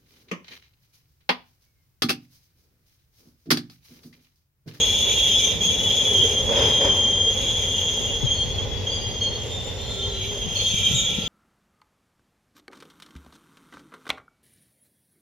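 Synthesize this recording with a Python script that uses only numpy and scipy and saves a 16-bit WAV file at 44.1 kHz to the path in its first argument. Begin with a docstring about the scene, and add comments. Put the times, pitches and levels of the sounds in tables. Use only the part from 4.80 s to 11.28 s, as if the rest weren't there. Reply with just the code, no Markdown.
"""A train of tank wagons rolls slowly away round a tight curve in an open yard lined with trees.
From the start two slipping wheels squeal near 3.2 and 3.4 kHz (wavering tones with overtones and echoes),
flanges grind and wagons rumble and boom (shaped noise), and other wheel tones sing out briefly.
Between 1.3 and 2.1 s the last bogie groans (rough tones) and knocks over a rail joint (bursts of noise).
From 1.4 s, and mostly near the end, puffs of air bump the microphone (short falling tones)."""
import sys
import numpy as np
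from scipy import signal
from scipy.fft import rfft, irfft, next_fast_len
from scipy.io import wavfile
from scipy.ndimage import uniform_filter1d

SR = 44100
rng = np.random.default_rng(int(sys.argv[2]) if len(sys.argv) > 2 else 0)


def digitize_waveform(pressure):
    """Quantize a signal to 16-bit integers and store it at the path in sys.argv[1].

    Rows of a 2-D input are taken as channels; values are limited to [-1, 1].
    """
    field = np.atleast_2d(pressure).T
    bounded = np.clip(field, -1, 1)
    quanta = np.round(bounded * 32767).astype(np.int16)
    wavfile.write(sys.argv[1], SR, quanta)


N = 285768
T = np.arange(N) / SR   # time of every sample in seconds

# Spectrum tables give relative levels: the noise made from them is scaled to rms 1.
# A resonance's width is how far from its centre its amplitude has halved.

# How alike left and right are. Each row: frequency in Hz, correlation from 0 to 1.
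STEREO_LIKENESS = [(30, .7), (100, .7), (170, .45), (300, .85), (550, .6), (1100, .22), (3200, .55),
                   (5000, .15), (15000, .15)]
# Tilt between the sides. Each row: frequency in Hz, left level over right in dB.
SIDE_BALANCE = [(30, -1), (120, -0.5), (300, -1), (700, -2), (2000, 0), (6000, 1), (7300, -0.5),
                (9600, 8.5), (13000, 3.5), (15000, 9)]
CUTOFF_HZ = 15400

# Deep rumble of the wagons. Each row: time in seconds, level in dB.
RUMBLE_LEVEL = [(0.0, -35.5), (1.3, -37.5), (1.75, -34), (2.7, -35), (3.5, -35.5), (5.9, -35), (6.2, -37.5),
                (6.48, -41)]
# Its spectrum. Each row: frequency in Hz, relative level in dB per Hz.
RUMBLE_SPECTRUM = [(30, -22.5), (42, -1.5), (70, -4), (100, -1), (140, -13.5), (220, -13.5), (300, -35)]
# Roar of the wheels, loudest as the last bogie goes by. Each row: time in seconds, relative level in dB.
ROAR_LEVEL = [(0.0, -33.5), (0.72, -34), (1.85, -31.5), (2.35, -32), (3.0, -34), (6.48, -38.5)]
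# Its spectrum. Each row: frequency in Hz, relative level in dB per Hz.
ROAR_SPECTRUM = [(250, -4), (330, -9), (430, 1.5), (560, -1.5), (680, -11), (850, -8), (1300, -20.5),
                 (1750, -20.5), (2050, -13), (2600, -38)]
# Faint steady hiss. Each row: frequency in Hz, relative level in dB per Hz.
AIR_SPECTRUM = [(1500, -6.5), (3000, 2.5), (4500, -1), (6000, 2.5), (8000, -23), (11500, -26.5),
                (15500, -14.5)]

# Hollow booming of the tanks. Each row: time in seconds, low mode's level in dB, high mode's level in dB.
BOOM_LEVELS = [(0, -45, -45), (.55, -55, -43.5), (.85, -41, -34.5), (1.2, -37.5, -42.5),
               (3.299, -37.5, -45.5), (3.801, -31.5, -46), (4.5, -37.5, -56), (5.5, -39.5, -64),
               (6.15, -36, -38), (6.48, -45, -38.5)]
# The two modes. Each row: frequency in Hz, width in Hz, relative level in dB.
TANK_MODES = [(95.6, 22.7, 0), (177.4, 42, 0)]

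# Puffs of air on the microphone.
# Each row: start in seconds, length in seconds, middle pitch in Hz, level in dB, left over right in dB.
AIR_PUFFS = [(1.395, 0.012, 128, -28, 15), (3.43, 0.03, 135, -29, 25), (5.655, 0.037, 178, -34.5, 13),
             (5.715, 0.0085, 169, -30, 12), (5.937, 0.007, 165, -24, 15), (6.075, .008, 191, -30, 5),
             (6.105, 0.01, 170, -25, -8), (6.13, 0.032, 130.4, -27, 8), (6.378, 0.012, 187, -21, 5)]
# The fall is a share of the pitch.
PUFF_FALL, PUFF_ATTACK_S, PUFF_RELEASE_S = 0.39, 0.0045, 0.0029

# Wheels and running gear at the rail joint.
# Each row: time in seconds, thud level in dB, relative clank level in dB over the thud.
JOINT_KNOCKS = [(1.688, -29, -9), (1.722, -29, -4.5), (1.767, -31, 1.5), (1.79, -27, -4),
                (1.822, -31, -1.5), (1.844, -29.5, -4), (1.881, -38, 4), (2.009, -30, -2),
                (2.043, -26, -5.5), (2.071, -37, -3)]
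# Resonances of the bogie frame. Each row: frequency in Hz, width in Hz, relative level in dB.
BOGIE_MODES = [(85, 58, -1), (201, 110, 0), (423, 54, -6.5), (553, 55, 2.5), (700, 120, -12),
               (920, 210, -2)]
# Clanking loose steel. Each row: frequency in Hz, relative level in dB per Hz.
CLANK_SPECTRUM = [(500, 18), (950, -11), (1500, 6.5), (2400, 8.5), (3600, -27), (5000, 8), (6500, -10),
                  (9000, -51), (15000, -34)]
DROP_S, DROP_DB = 1.6, -29.5   # the wagon's weight comes down

# Groans of the running gear, loudest around the joint.
# Each row: start in seconds, length in seconds, middle pitch in Hz, glide in Hz, level in dB.
GEAR_GROANS = [(1.295, .11, 401.6, -1, -32), (1.425, 0.032, 448, 20, -28.5), (1.49, 0.13, 428, 28, -36),
               (1.53, 0.15, 518, 22, -37), (1.685, .11, 549.5, -23, -26.5), (1.80, 0.092, 442.3, -23, -27),
               (2.0, 0.066, 548, 14, -27.5), (2.05, 0.027, 409, 1, -30.5), (5.15, 0.45, 396, 14, -41)]
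GROAN_ATTACK_S, GROAN_RELEASE_S = 0.0058, 0.019

# Flange pressing on the rail. Each row: time in seconds, grinding level in dB, relative rasp level in dB.
FLANGE_LEVELS = [(0.0, -25.5, -36.5), (0.67, -25.5, -36), (0.795, -33.5, -45), (0.825, -29.5, -37),
                 (1.5, -29.5, -38.5), (1.64, -37, -46), (1.8, -26, -43.5), (2.22, -34, -43),
                 (2.47, -37, -46), (2.62, -30.5, -43.5), (3.25, -37, -44.5), (3.95, -38, -68),
                 (5.38, -41, -63), (5.44, -29, -52), (5.55, -39, -49), (5.68, -36, -55), (5.79, -32, -37.5),
                 (6.19, -26, -40), (6.48, -33.5, -54)]
# Wheel and rail resonances in the grinding. Each row: frequency in Hz, width in Hz, relative level in dB.
GRIND_MODES = [(2016, 48, -15.5), (2334, 67, -5), (2552, 110, -4.5), (2827, 120, 1.5), (3032, 94, 1),
               (3267, 59, 9), (3404, 61, 4), (3524, 110, 4.5), (3820, 88, -1.5), (4100, 90, -8)]
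# Resonances in the high rasp. Each row: frequency in Hz, width in Hz, relative level in dB.
RASP_MODES = [(5200, 200, -3.5), (5780, 130, -5), (6210, 49, 7), (6310, 45, 2.5), (6470, 65, 6.5),
              (6720, 120, 4.5), (7270, 63, -4.5)]
# Broad hiss of the sliding contact. Each row: frequency in Hz, relative level in dB per Hz.
HISS_SPECTRUM = [(1200, -45), (2000, -7.5), (3200, -5), (4500, -2.5), (5500, 8.5), (7000, 1), (8200, -27),
                 (9900, 5), (11400, -25.5), (13000, 1.5), (15500, -28.5)]

# Other tones in which the wheels sing. Each name holds: frequency in Hz, octave level in dB over the
# fundamental, share of the pitch by which each slip differs.
WHEEL_MODES = {"low": (1363, -30, .006), "whistle": (2360, -35, .008), "hoot": (2605, -35, .008),
               "keen": (2826, -30, .005), "whine": (2890, -30, .007), "moan": (3015, -25, .007),
               "squeal": (3560, -23, .008), "cry": (3590, -17, .007), "shriek": (3602, 1, .005),
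               "yelp": (3730, -13, .007), "shrill": (3815, -28, .007), "ring": (3995, -27, .005),
               "thin": (4135, -30, .007), "chirp": (4335, -34, .006), "high": (4712, -28, .005),
               "pip": (6620, -42, .005), "top": (6744, -40, .0012)}
# Short squeals in those tones.
# Each row: start in seconds, length in seconds, name of the mode, glide in Hz, level in dB.
SQUEALS = [(0.0, 0.76, "squeal", 0, -32.5), (0.0, 0.48, "whistle", 0, -45.5),
           (0.0, 0.013, "pip", -200, -25.5), (0.0, .7, "shrill", 0, -42), (0.0, .3, "thin", 0, -47),
           (.18, 0.26, "keen", 8, -38.5), (0.59, 0.19, "whistle", -2, -41.5),
           (0.6, 0.12, "shriek", -22, -42), (.828, 0.021, "pip", -240, -29),
           (.88, 0.23, "shrill", -35, -42), (0.9, .22, "whistle", -15, -45),
           (0.901, 0.4, "squeal", -18, -40), (.98, 0.12, "moan", -30, -36.5),
           (1.26, 0.085, "moan", -22, -35.5), (1.39, 0.043, "whine", 11, -38.5), (2.52, .13, "top", 0, -43),
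           (2.6, .74, "squeal", 0, -42), (2.937, .06, "whine", -7, -35), (3.03, .08, "top", 0, -38),
           (3.21, .08, "top", 0, -43), (3.275, .035, "whine", 12, -34), (3.545, 0.031, "chirp", -25, -40),
           (3.61, 0.05, "chirp", 0, -44), (3.72, 0.03, "chirp", 0, -46), (3.957, 0.13, "high", 10, -52),
           (4.091, 0.15, "high", 35, -40), (4.206, 0.049, "whine", -20, -41),
           (4.269, 0.07, "high", 43, -47), (4.402, 0.09, "chirp", -63, -37),
           (4.52, 0.034, "chirp", -30, -40), (4.593, 0.56, "shriek", 0, -43.5), (4.665, .62, "cry", 0, -41),
           (4.735, .15, "cry", 15, -33), (4.8, .3, "low", 0, -64), (4.95, .2, "top", 0, -53),
           (4.97, 0.31, "thin", 26, -45), (5.05, 0.31, "low", 3, -54), (5.09, .18, "cry", -11, -34),
           (5.294, 0.14, "ring", -15, -39.5), (5.336, .13, "squeal", -3, -43), (5.68, .3, "low", 0, -59),
           (5.72, .42, "hoot", 0, -46), (5.753, 0.059, "chirp", -31, -34), (5.76, 0.58, "squeal", 0, -37),
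           (5.77, .15, "whistle", 0, -50), (5.78, .38, "top", 0, -46), (5.829, 0.076, "chirp", 50, -38),
           (5.86, 0.5, "yelp", 10, -39), (5.9, 0.48, "whistle", 1, -41.5), (5.97, 0.5, "low", 0, -53.5),
           (6.08, .15, "low", 0, -49.5), (6.142, .055, "yelp", -40, -25.5), (6.148, 0.06, "top", 0, -27),
           (6.42, 0.04, "high", 20, -48)]

# A flange strikes the rail and the wheel pings. Each row: start in seconds, pitch in Hz, level in dB.
PINGS = [(0.807, 3314, -17.5), (2.573, 3310, -19), (4.069, 3225, -17.5)]
PING_ATTACK_S, PING_DECAY_S = .002, .016

# A wheel bites harder for a moment and its tone stands out clear.
# Each row: start in seconds, length in seconds, middle pitch in Hz, glide in Hz, level in dB.
BITES = [(0.0, 0.02, 3245, 0, -21), (0.075, 0.027, 3250, -3, -22), (0.09, 0.36, 3397, -1, -28.5),
         (0.27, 0.041, 3392, -2, -17.5), (0.355, 0.12, 3262, -12, -21), (.47, 0.12, 3402, -7, -22),
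         (0.492, 0.056, 3212, -37, -19.5), (0.63, 0.045, 3222, 18, -20), (0.836, 0.076, 3245, -42, -22.5),
         (1.07, 0.039, 3222, -13, -20.5), (1.13, .1, 3380, -6, -29), (1.18, 0.05, 3218, 1, -22.5),
         (1.25, 0.064, 3372, -11, -18.5), (1.33, 0.049, 3208, -15, -21), (1.377, 0.065, 3187, -14, -16.5),
         (1.55, 0.049, 3192, -7, -21.5), (1.663, 0.052, 3312, -17, -23), (2.66, 0.058, 3385, -7, -27),
         (2.8, .04, 3388, 2, -38), (2.955, 0.04, 3210, -7, -25), (2.97, 0.16, 3385, -4, -39),
         (3.3, .05, 3378, 0, -33), (3.455, 0.095, 3200, -23, -24), (3.505, 0.035, 3375, 7, -26.5),
         (3.59, 0.034, 3195, -12, -24), (3.778, 0.019, 3240, 3, -24.5), (4.113, 0.042, 3325, 44, -32),
         (4.408, 0.053, 3208, -15, -21), (5.22, 0.033, 3185, -10, -29.5), (5.755, 0.043, 3190, -10, -27),
         (5.797, .12, 3396, -8, -30), (5.83, 0.054, 3200, -9, -22), (5.945, 0.06, 3190, -10, -27.5),
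         (6.04, 0.035, 3202, 12, -19), (6.084, 0.048, 3553, 2, -35), (6.255, 0.033, 3372, -13, -23.5)]
BITE_ATTACK_S, BITE_RELEASE_S = 0.0074, 0.02

# Steady slip of the loudest wheel. Each row: time in seconds, pitch in Hz, level in dB.
FIRST_WHEEL = [(0.0, 3254, -31), (0.32, 3280, -41), (0.66, 3223, -25), (0.795, 3245, -42),
               (0.84, 3265, -25), (1.02, 3285, -36.5), (1.52, 3192, -24), (1.66, 3258, -32.5),
               (1.8, 3190, -21), (2.47, 3187, -19), (2.54, 3240, -28.5), (3.0, 3215, -25),
               (3.42, 3241, -31.5), (3.6, 3200, -28.5), (4.01, 3240, -51), (4.1, 3205, -32),
               (4.58, 3218, -34), (4.98, 3237, -57), (5.25, 3182, -37), (5.6, 3205, -32), (5.95, 3205, -28),
               (6.48, 3225, -35)]
# A second wheel, about a semitone higher. Each row: time in seconds, pitch in Hz, relative level in dB.
SECOND_WHEEL = [(0.0, 3387, -23.5), (0.6, 3394, -23), (0.795, 3444, -38), (0.88, 3397, -25),
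                (1.25, 3360, -23), (1.64, 3390, -32), (1.85, 3402, -29), (2.5, 3395, -35.5),
                (2.63, 3390, -28), (3.3, 3378, -33), (4.15, 3352, -34.5), (4.6, 3410, -69),
                (5.2, 3410, -38), (5.72, 3380, -62), (5.87, 3410, -40), (6.25, 3410, -35),
                (6.48, 3390, -35)]
# How unevenly the loudest wheel slips; it runs cleanest while it holds its note.
# Each row: time in seconds, share of the pitch by which each slip differs.
FIRST_WHEEL_JITTER = [(0.0, .007), (1.1, .007), (1.4, .005), (2.48, .005), (2.56, .01), (3.3, .01),
                      (3.5, .006), (6.0, .006), (6.3, .009)]
SECOND_WHEEL_JITTER = .005   # the same share for the second wheel
# Lowest and highest frequency in Hz between which the wheel discs ring freely.
WHEEL_BAND_HZ = (3130, 3480)
# The octave's level when the fundamental stands at the knee, and how fast it grows on each side of it.
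OCTAVE_DB, OCTAVE_KNEE_DB = -35.5, -28
OCTAVE_SLOPE_BELOW, OCTAVE_SLOPE_ABOVE = 1, 0.2   # dB per dB


def from_db(db):
    """Turn decibels into a gain."""
    return 10 ** (np.asarray(db) / 20)


def rms_one(x):
    """Scale to an rms (average strength) of 1."""
    return x / np.sqrt(np.mean(x ** 2) + 1e-20)


def in_time(rows):
    """Turn each table column after the time into a curve with a value for every sample."""
    seconds, *columns = np.transpose(rows)
    return [np.interp(T, seconds, column) for column in columns]


def at_hz(points, hz):
    """Read a frequency table, with straight lines between points on a log-frequency axis."""
    table_hz, values = np.array(points).T
    return np.interp(np.log(hz + 1e-9), np.log(table_hz), values)


def drift(rate_hz, size=N):
    """Smooth random curve of spread 1, changing about rate_hz times a second."""
    pole = np.exp(-16 * np.pi * rate_hz / SR)   # one value per 8 samples
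    raw = rng.standard_normal(size // 8 + 4002)
    slow = signal.lfilter([1], [1, -2 * pole, pole * pole], raw)[4000:]   # drop the filter's start-up
    return np.interp(np.arange(size) / 8, np.arange(len(slow)), rms_one(slow))


def balance(hz):
    """Gain of the left and right side at each frequency."""
    return from_db(at_hz(SIDE_BALANCE, hz) * [[.5], [-.5]])


def left_and_right(pair, hz):
    """Mix two unrelated spectra into left and right: alike in the bass, apart in the highest treble."""
    alike = np.clip(at_hz(STEREO_LIKENESS, hz), 0, 1)
    shared = np.sqrt((1 + alike) / 2) * pair[0]
    opposed = np.sqrt((1 - alike) / 2) * pair[1] * [[1], [-1]]
    return (shared + opposed) * balance(hz)


def noise(colour):
    """Stereo noise of rms 1, shaped by the gain colour(hz)."""
    size = next_fast_len(N)
    hz = np.fft.rfftfreq(size, 1 / SR)
    white = rfft(rng.standard_normal((2, size)))
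    return rms_one(irfft(left_and_right(white, hz) * colour(hz), size)[:, :N])


def broad(points):
    """Noise with a smooth spectrum that falls away beyond its ends."""
    lowest_hz, highest_hz = points[0][0], points[-1][0]

    def colour(hz):
        low_end = np.minimum(hz / lowest_hz, 1) ** 2
        high_end = np.maximum(hz / highest_hz, 1) ** 2
        return from_db(at_hz(points, hz)) * low_end / high_end
    return noise(colour)


def resonant(modes):
    """Countless tiny contacts keep steep-sided resonances ringing."""
    def colour(hz):
        power = sum((from_db(db) / (1 + ((hz - f) / width) ** 2)) ** 2 for f, width, db in modes)
        return np.sqrt(power) * hz / (hz + 30)   # the deepest bass is thinned out
    return noise(colour)


def yard(x, echo_db, t60):
    """Direct sound plus scattered echoes from wagons, ballast and trees, falling 60 dB in t60 seconds."""
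    t = T[:SR // 2]
    strength = rng.standard_normal((2, len(t)))
    present = rng.random((2, len(t))) < .03   # about 3 samples in 100 hold an echo
    echoes = strength * present * from_db(-60 * t / t60)
    echoes *= from_db(echo_db) / np.sqrt(np.sum(echoes ** 2, axis=1, keepdims=True))
    size = next_fast_len(len(x) + len(t))
    hz = np.fft.rfftfreq(size, 1 / SR)
    path = balance(hz) + left_and_right(rfft(echoes, size), hz)
    heard = irfft(rfft(x, size) * path, size)[:, :len(x)]
    return heard / np.sqrt(1 + from_db(echo_db) ** 2)


def steady(x, span_s):
    """Hold the short-term power near 1, evening out the random fading of echoes and noise."""
    power = uniform_filter1d(np.mean(x ** 2, axis=0), int(span_s * SR))
    return x / np.sqrt(power + 1e-6)


def slip_phase(hz, wander, jitter, size=N):
    """Phase of a self-excited tone: its pitch wanders with the load and jitters with each slip."""
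    slow = wander * drift(14.43, size=size)
    quick = jitter * drift(179.7, size=size)
    return 2 * np.pi * np.cumsum(hz * (1 + slow + quick)) / SR


def glide(t, length, hz, glide_hz):
    """Pitch sliding evenly by glide_hz in all, passing hz halfway."""
    return hz + glide_hz * (np.minimum(t / length, 1) - .5)


def swell(t, length, attack_s, release_s):
    """Loudness that rises, holds, then dies away after length seconds."""
    rise = 1 - np.exp(-t / attack_s)
    return rise * np.exp(-np.maximum(t - length, 0) / release_s)


def span(start, length):
    """Samples that an event covers, and the time since its start."""
    at = max(int(start * SR), 0)
    t = T[:min(N - at, int(length * SR))]
    return slice(at, at + len(t)), t


def blows(times, levels_db, t60, rise_s):
    """Loudness curve of blows whose energies add up and die away."""
    hits = np.zeros(N)
    hits[(np.asarray(times) * SR).astype(int)] = from_db(levels_db) ** 2
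    decay = from_db(-120 / (t60 * SR))   # this is energy, so 60 dB is a factor of a million
    rise = np.exp(-1 / (rise_s * SR))
    energy = signal.lfilter([1 - rise], np.convolve([1, -decay], [1, -rise]), hits + 1e-18)
    return np.sqrt(energy)


def strands(modes, flare_db):
    """Each scraped resonance flares and fades on its own."""
    return rms_one(sum(from_db(db + flare_db * drift(6.5)) * resonant([(hz, width, 0)])
                       for hz, width, db in modes))


def octave_level(level_db):
    """The octave grows with the fundamental, then hardly any more once above the knee."""
    over_db = level_db - OCTAVE_KNEE_DB
    below = OCTAVE_SLOPE_BELOW * np.minimum(over_db, 0)
    above = OCTAVE_SLOPE_ABOVE * np.maximum(over_db, 0)
    return OCTAVE_DB + below + above


def rolling():
    """Rough treads shake the wagons and the track, over a faint steady hiss."""
    rumble_db, = in_time(RUMBLE_LEVEL)
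    roar_db, = in_time(ROAR_LEVEL)
    rumble = from_db(rumble_db + 1.2 * drift(11)) * broad(RUMBLE_SPECTRUM)
    roar = from_db(roar_db - 1.0 + 1.08 * drift(12.6)) * broad(ROAR_SPECTRUM)
    return rumble + roar + from_db(-43.5) * broad(AIR_SPECTRUM)


def wagon_bodies():
    """The hollow tanks boom at two low resonances as they roll."""
    return sum(from_db(db) * steady(resonant([mode]), span_s=0.38)
               for db, mode in zip(in_time(BOOM_LEVELS), TANK_MODES))


def air_puffs():
    """Puffs of air give short, deep bumps, often mostly on one side; pitch falls as the eddy passes."""
    out = np.zeros((2, N))
    for start, length, hz, db, pan_db in AIR_PUFFS:
        where, t = span(start, length + .06)
        pitch = glide(t, length, hz, -PUFF_FALL * hz)
        phase = slip_phase(pitch, wander=.03, jitter=.18, size=len(t))
        side_gain = from_db(db + pan_db * np.array([[.5], [-.5]]))
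        bump = swell(t, length, PUFF_ATTACK_S, PUFF_RELEASE_S) * np.sqrt(2) * np.sin(phase)
        out[:, where] += side_gain * bump
    return out


def rail_joint():
    """Each blow rings the bogie frame and sets loose steel clanking, with a short crack at its start."""
    s, db, clank_db = np.transpose(JOINT_KNOCKS)
    frame = blows(s, db, t60=0.65, rise_s=0.0027) * resonant(BOGIE_MODES)
    clank = blows(s, db + clank_db + 0.5, t60=0.48, rise_s=0.0011)
    crack = blows(s, db + clank_db - 12, t60=0.026, rise_s=.0003)
    drop = blows([DROP_S], [DROP_DB], t60=1.0, rise_s=0.0073) * broad(RUMBLE_SPECTRUM)
    return frame + (clank + crack) * broad(CLANK_SPECTRUM) + drop


def groans():
    """Loaded running gear judders in short, rough, gliding groans."""
    out = np.zeros((2, N))
    for start, length, hz, glide_hz, db in GEAR_GROANS:
        where, t = span(start, length + .2)
        phase = slip_phase(glide(t, length, hz, glide_hz), wander=.018, jitter=.07, size=len(t))
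        tone = steady(yard(np.sin(phase), echo_db=-3.5, t60=0.19), span_s=0.062)
        out[:, where] += from_db(db) * swell(t, length, GROAN_ATTACK_S, GROAN_RELEASE_S) * tone
    return out


def flanges(chatter_db=1.5):
    """Flanges scrape the rail head; each resonance flares on its own, under a shared uneven chatter."""
    grind_db, rasp_db = in_time(FLANGE_LEVELS)
    grind = from_db(grind_db) * strands(GRIND_MODES, flare_db=2.5)
    rasp = from_db(rasp_db + 4.5) * strands(RASP_MODES, flare_db=2.5)
    hiss = from_db(.5 * (grind_db + rasp_db) - 8.0) * broad(HISS_SPECTRUM)
    return (grind + rasp + hiss) * from_db(chatter_db * drift(26))


def short_squeals(ring_s=0.045, third_db=-19, flutter_db=2.17):
    """A mode swells while its wheel slips, faster in a short squeal, and rings out when it grips again."""
    out = np.zeros((2, N))
    for start, length, mode, glide_hz, db in SQUEALS:
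        hz, octave_db, jitter = WHEEL_MODES[mode]
        where, t = span(start, length + .35)
        pitch = glide(t, length, hz, glide_hz)
        phase = slip_phase(pitch, wander=.25 * jitter, jitter=jitter, size=len(t))
        overtones = np.sin(2 * phase) + from_db(third_db) * np.sin(3 * phase)
        voice = np.sin(phase) + from_db(octave_db) * overtones
        tone = steady(yard(voice, echo_db=4.0, t60=0.26), span_s=0.043)
        level = from_db(db + flutter_db * drift(18, size=len(t)))
        out[:, where] += swell(t, length, 0.0022 + 0.023 * length, ring_s) * level * tone
    return out


def pings():
    """A struck wheel rings at once and is quickly damped by the rail."""
    out = np.zeros((2, N))
    for start, hz, db in PINGS:
        where, t = span(start, .15)
        phase = slip_phase(hz, wander=.002, jitter=.006, size=len(t))
        tone = from_db(db) * np.sin(phase) + from_db(octave_level(db)) * np.sin(2 * phase)
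        out[:, where] += np.sqrt(2) * swell(t, 0, PING_ATTACK_S, PING_DECAY_S) * tone
    return out


def bites(third_db=-20):
    """A biting wheel locks on to one clear, gliding tone with its overtones."""
    out = np.zeros((2, N))
    for start, length, hz, glide_hz, db in BITES:
        where, t = span(start, length + .15)
        phase = slip_phase(glide(t, length, hz, glide_hz), wander=.0012, jitter=.0045, size=len(t))
        tone = steady(yard(np.sin(phase), echo_db=-2.0, t60=0.2), span_s=0.04)
        overtones = np.sin(2 * phase) + from_db(third_db) * np.sin(3 * phase)
        overtones = yard(overtones, echo_db=6.0, t60=0.2)
        voice = from_db(db) * tone + from_db(octave_level(db)) * overtones
        out[:, where] += swell(t, length, BITE_ATTACK_S, BITE_RELEASE_S) * voice
    return out


def wheel(hz, level_db, octave_db, jitter, third_db, fourth_db, echo_db):
    """A squealing mode beats against its own echoes; its overtones share one phase and grip."""
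    phase = slip_phase(hz, wander=.0034, jitter=jitter)
    grip = from_db(2.5 * drift(50))
    disc_filter = signal.butter(2, WHEEL_BAND_HZ, "band", fs=SR, output="sos")
    disc = signal.sosfilt(disc_filter, grip * np.sin(phase))
    third = from_db(third_db) * np.sin(3 * phase)
    fourth = from_db(fourth_db) * np.sin(4 * phase)
    overtones = np.sin(2 * phase) + third + fourth
    low = steady(yard(disc, echo_db, t60=0.15), span_s=0.13)
    high = steady(yard(grip * overtones, echo_db + 15, t60=0.53), span_s=0.091)
    flutter_db = 1.3 * drift(35) - .2   # the contact patch grips and lets go
    return from_db(level_db + flutter_db) * low + from_db(octave_db) * high


def squealing_wheels():
    """Two wheels slip sideways all along the curve, each singing its own wavering note."""
    hz, level_db = in_time(FIRST_WHEEL)
    jitter, = in_time(FIRST_WHEEL_JITTER)
    first = wheel(hz, level_db, octave_level(level_db), jitter,
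                  third_db=-22.5, fourth_db=-33.0, echo_db=11.0)
    hz, level_db = in_time(SECOND_WHEEL)
    second = wheel(hz, level_db - .8, octave_level(level_db) - 8.0, SECOND_WHEEL_JITTER,
                   third_db=-22.5, fourth_db=-40.5, echo_db=7.0)
    return first + second


def scene():
    """Rolling and knocks below, grinding and squeal above."""
    below = rolling() + wagon_bodies() + air_puffs() + rail_joint() + groans()
    above = flanges() + short_squeals() + pings() + bites() + squealing_wheels()
    return below + above


def record(dry):
    """The treble is cut steeply above the cutoff."""
    steep_cut = signal.ellip(12, .1, 90, CUTOFF_HZ, fs=SR, output="sos")
    return signal.sosfilt(steep_cut, dry)


dry = scene()
out = record(dry)
digitize_waveform(out)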